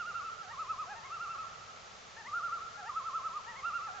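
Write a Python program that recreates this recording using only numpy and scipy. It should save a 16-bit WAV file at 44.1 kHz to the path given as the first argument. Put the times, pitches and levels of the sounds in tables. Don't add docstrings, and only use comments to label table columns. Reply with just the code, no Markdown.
import sys
import numpy as np
from scipy import signal
from scipy.fft import rfft, irfft, next_fast_len
from scipy.io import wavfile
from scipy.ndimage import map_coordinates

SR = 44100
rng = np.random.default_rng(int(sys.argv[2]) if len(sys.argv) > 2 else 0)


def waveform_to_disk(signal):
    frames = np.transpose(np.atleast_2d(signal))
    scaled = np.clip(frames, -1, 1) * 32767
    samples = np.round(scaled).astype(np.int16)
    wavfile.write(sys.argv[1], SR, samples)


N = 176400


def amp(db):
    return 10 ** (np.asarray(db) / 20)


def unit_rms(x):
    return x / np.sqrt(np.mean(x ** 2) + 1e-20)


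def curve_at(points, hz):
    point_hz, values = np.transpose(points)
    return np.interp(np.log(hz + 1), np.log(point_hz + 1), values)


def wobble(rate):
    knots = rng.standard_normal(int(N * rate / SR) + 4)
    return map_coordinates(knots, [np.arange(N) * rate / SR])


def filtered(x, response):
    size = next_fast_len(N + SR // 2)
    return irfft(rfft(x, size) * response(np.fft.rfftfreq(size, 1 / SR)), size)[..., :N]


# frequency in Hz, relative level in dB.
HISS_SPECTRUM = [(25, -7), (60, -1.5), (140, -0.5), (230, -3.5), (450, -1), (800, 1), (1500, -2.5),
                 (3000, -6), (5000, -8), (6600, -9), (7300, -13), (7900, -26.5), (8700, -35.5)]
# frequency in Hz, left-right likeness (1 is mono).
HISS_LIKENESS = [(60, 0.24), (160, 0.51), (430, 0.61), (1150, 0.077), (3060, 0.43), (8190, 0.52)]


def hiss(level_db=-52.5):
    def mid_side_gains(hz):
        width = np.arccos(np.clip(curve_at(HISS_LIKENESS, hz), -1, 1)) / 2
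        return amp(curve_at(HISS_SPECTRUM, hz)) * [np.cos(width), np.sin(width)]
    mid, side = filtered(rng.standard_normal((2, N)), mid_side_gains)
    return amp(level_db) * unit_rms(np.array([mid + side, mid - side]))


def hum(hz=100, level_db=-75.5):
    phase = 2 * np.pi * np.cumsum(hz * (1 + .012 * wobble(14))) / SR
    return np.sqrt(2) * np.sin(phase) * amp(level_db + 2.1 * wobble(5.4))


# start in seconds, level in dB.
TICK_CUES = [(0.061, -46.5), (3.448, -49.5)]


def ticks(t60=.0052, cutoff_hz=2540):
    t = np.arange(N) / SR
    envelope = sum(amp(db - 60 * np.abs(t - start) / t60) * (t >= start) for start, db in TICK_CUES)
    noise = filtered(rng.standard_normal(N), lambda hz: 1 / np.hypot(1, (hz / cutoff_hz) ** 2))
    return envelope * unit_rms(noise)


def scatter(x, t60, rise_s):
    t = np.arange(2 * SR) / SR
    tail = rng.standard_normal((2, len(t))) * amp(-60 * t / t60) * (1 - np.exp(-t / rise_s))
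    return signal.fftconvolve(x.mean(0)[None], tail / np.linalg.norm(tail[0]), axes=1)[:, :N]


def shore_echoes(bird, shores):
    echoes = np.zeros((2, N))
    for delay_s, db, pan_db in shores:
        smeared = scatter(bird, t60=.035, rise_s=.00035)
        delayed = filtered(smeared, lambda hz: np.exp(-2j * np.pi * hz * delay_s))
        echoes += amp([[db + pan_db], [db - pan_db]]) * delayed
    return echoes


# delay in seconds, gain in dB, leftward pan in dB.
HIGH_ECHOES = [(.14, -12, 1), (.222, -13.5, -0.5), (.3, -17, -2.5)]
LOW_ECHOES = [(.15, -22, 0.0022)]
# time in seconds, send gain in dB.
HIGH_ECHO_SEND = [(0, 5), (1.4, 1), (2.3, -3.5), (3.8, -2)]


def lake(high, low, absorb_hz=2160):
    birds = high + low
    near_bank = amp(-9.5) * scatter(birds, t60=.22, rise_s=.005)
    woods = amp(-11) * scatter(birds, t60=4, rise_s=.1)
    far_end = amp(-16) * scatter(birds, t60=4.5, rise_s=.35)
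    send = amp(np.interp(np.arange(N) / SR, *np.transpose(HIGH_ECHO_SEND)))
    distant = woods + far_end + shore_echoes(high * send, HIGH_ECHOES) + shore_echoes(low, LOW_ECHOES)
    return near_bank + filtered(distant, lambda hz: 1 / np.hypot(1, (hz / absorb_hz) ** 3))


# time in seconds, pitch in Hz, level in dB.
HIGH_TREMOLOS = [ (-.03, .31, -18, -1.4, [(-.003, 1416, -37.5), (.084, 1427, -41), (.174, 1374, -38.5),
                 (.265, 1332, -42)]), (1.095, 1.46, -18.5, -0.12, [(1.143, 1369, -37.5), (1.231, 1396, -40),
                 (1.318, 1351, -38), (1.41, 1300, -44.5)]), (2.275, 2.315, -36.5, 0, [(2.215, 1140, -50),
                 (2.3, 1184, -45)]), (2.31, 2.67, -32.5, -.2, [(2.368, 1408, -34), (2.456, 1387, -33.5),
                 (2.546, 1364, -35), (2.64, 1341, -43.5)]), (3.625, 3.89, -19.5, -1.2, [(3.674, 1390, -34),
                 (3.761, 1390, -34), (3.849, 1337, -41.5)])]
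LOW_TREMOLOS = [ (.525, .865, -22, -0.5, [(.512, 1340, -40), (.61, 1315, -37.5), (.709, 1315, -37),
                (.808, 1288, -37.5)]), (2.888, 3.41, -29, -1.2, [(2.878, 1330, -36), (2.976, 1326, -36.5),
                (3.069, 1343, -35.5), (3.164, 1331, -35), (3.261, 1325, -38.5), (3.364, 1227, -41)])]
REEDY_NOTES = [ (.42, .527, 0, 0, [(.418, 829, -56), (.522, 947, -49.5)]),
               (.868, .965, -1, 0, [(.818, 824, -51), (.916, 843, -47.5), (1.014, 770, -51.5)]),
               (.945, 1.09, -2.5, .5, [(.972, 920, -52.5), (1.06, 1098, -52)]),
               (2.162, 2.23, 5, 0.92, [(2.194, 925, -53), (2.295, 900, -59)]),
               (2.243, 2.283, 3.5, 1, [(2.196, 917, -46.5), (2.292, 1120, -51)]),
               (2.768, 2.892, -2, 0, [(2.788, 830, -52), (2.886, 936, -45.5)]),
               (3.458, 3.615, 0, .5, [(3.495, 960, -50.5), (3.584, 1105, -52)]),
               (3.865, 4.02, -4, -.5, [(3.858, 933, -48.5), (3.962, 831, -54)])]


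def loon(calls, third_harmonic_db, dip_hz, dip_db, sharpness, fade_s=.009):
    t, voice = np.arange(N) / SR, np.zeros((2, N))
    jitter, flutter_db = 1 + .004 * wobble(140), 2 * wobble(70)
    for start, end, octave_db, pan_db, crests in calls:
        on = (t > start) & (t < end)
        now = t[on]
        crest_s, crest_hz, crest_db = np.transpose(crests)
        overhang = (now - np.clip(now, crest_s[0], crest_s[-1])) / np.mean(np.diff(crest_s))
        warbles = np.interp(now, crest_s, np.arange(len(crest_s))) + overhang
        sag = np.abs(np.sin(np.pi * warbles)) ** (2 * sharpness)
        pitch_hz = (np.interp(now, crest_s, crest_hz) - dip_hz * sag) * jitter[on]
        phase = 2 * np.pi * np.cumsum(pitch_hz) / SR
        level = amp(np.interp(now, crest_s, crest_db) - dip_db * sag + flutter_db[on])
        fade = np.clip(np.minimum(now - start, end - now) / fade_s, 0, 1)
        overtones = amp(octave_db) * np.sin(2 * phase) + amp(third_harmonic_db) * np.sin(3 * phase)
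        tone = np.sin(phase) + amp(-5 * sag) * overtones
        voice[:, on] += np.sqrt(2) * level * fade * tone * amp([[pan_db], [-pan_db]])
    return voice


def scene():
    high = loon(HIGH_TREMOLOS, third_harmonic_db=-46, dip_hz=234.2, dip_db=8.5, sharpness=1.9)
    low = loon(LOW_TREMOLOS, third_harmonic_db=-46, dip_hz=309.6, dip_db=11.5, sharpness=1.05)
    low += loon(REEDY_NOTES, third_harmonic_db=-14.5, dip_hz=166.3, dip_db=3, sharpness=1.1)
    return hiss() + hum() + ticks() + lake(high, low) + high + low


# centre in Hz, width in Hz, depth from 0 to 1.
MIC_NOTCHES = [(303, 140, .9), (988, 52, 0.6)]


def record(dry, top_hz=8791):
    def response(hz):
        dips = [1 - depth * 1j * hz * width / (centre ** 2 - hz ** 2 + 1j * hz * width)
                for centre, width, depth in MIC_NOTCHES]
        return np.prod(dips, axis=0) * (hz < top_hz)
    return filtered(dry, response)


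dry = scene()
out = record(dry)
waveform_to_disk(out)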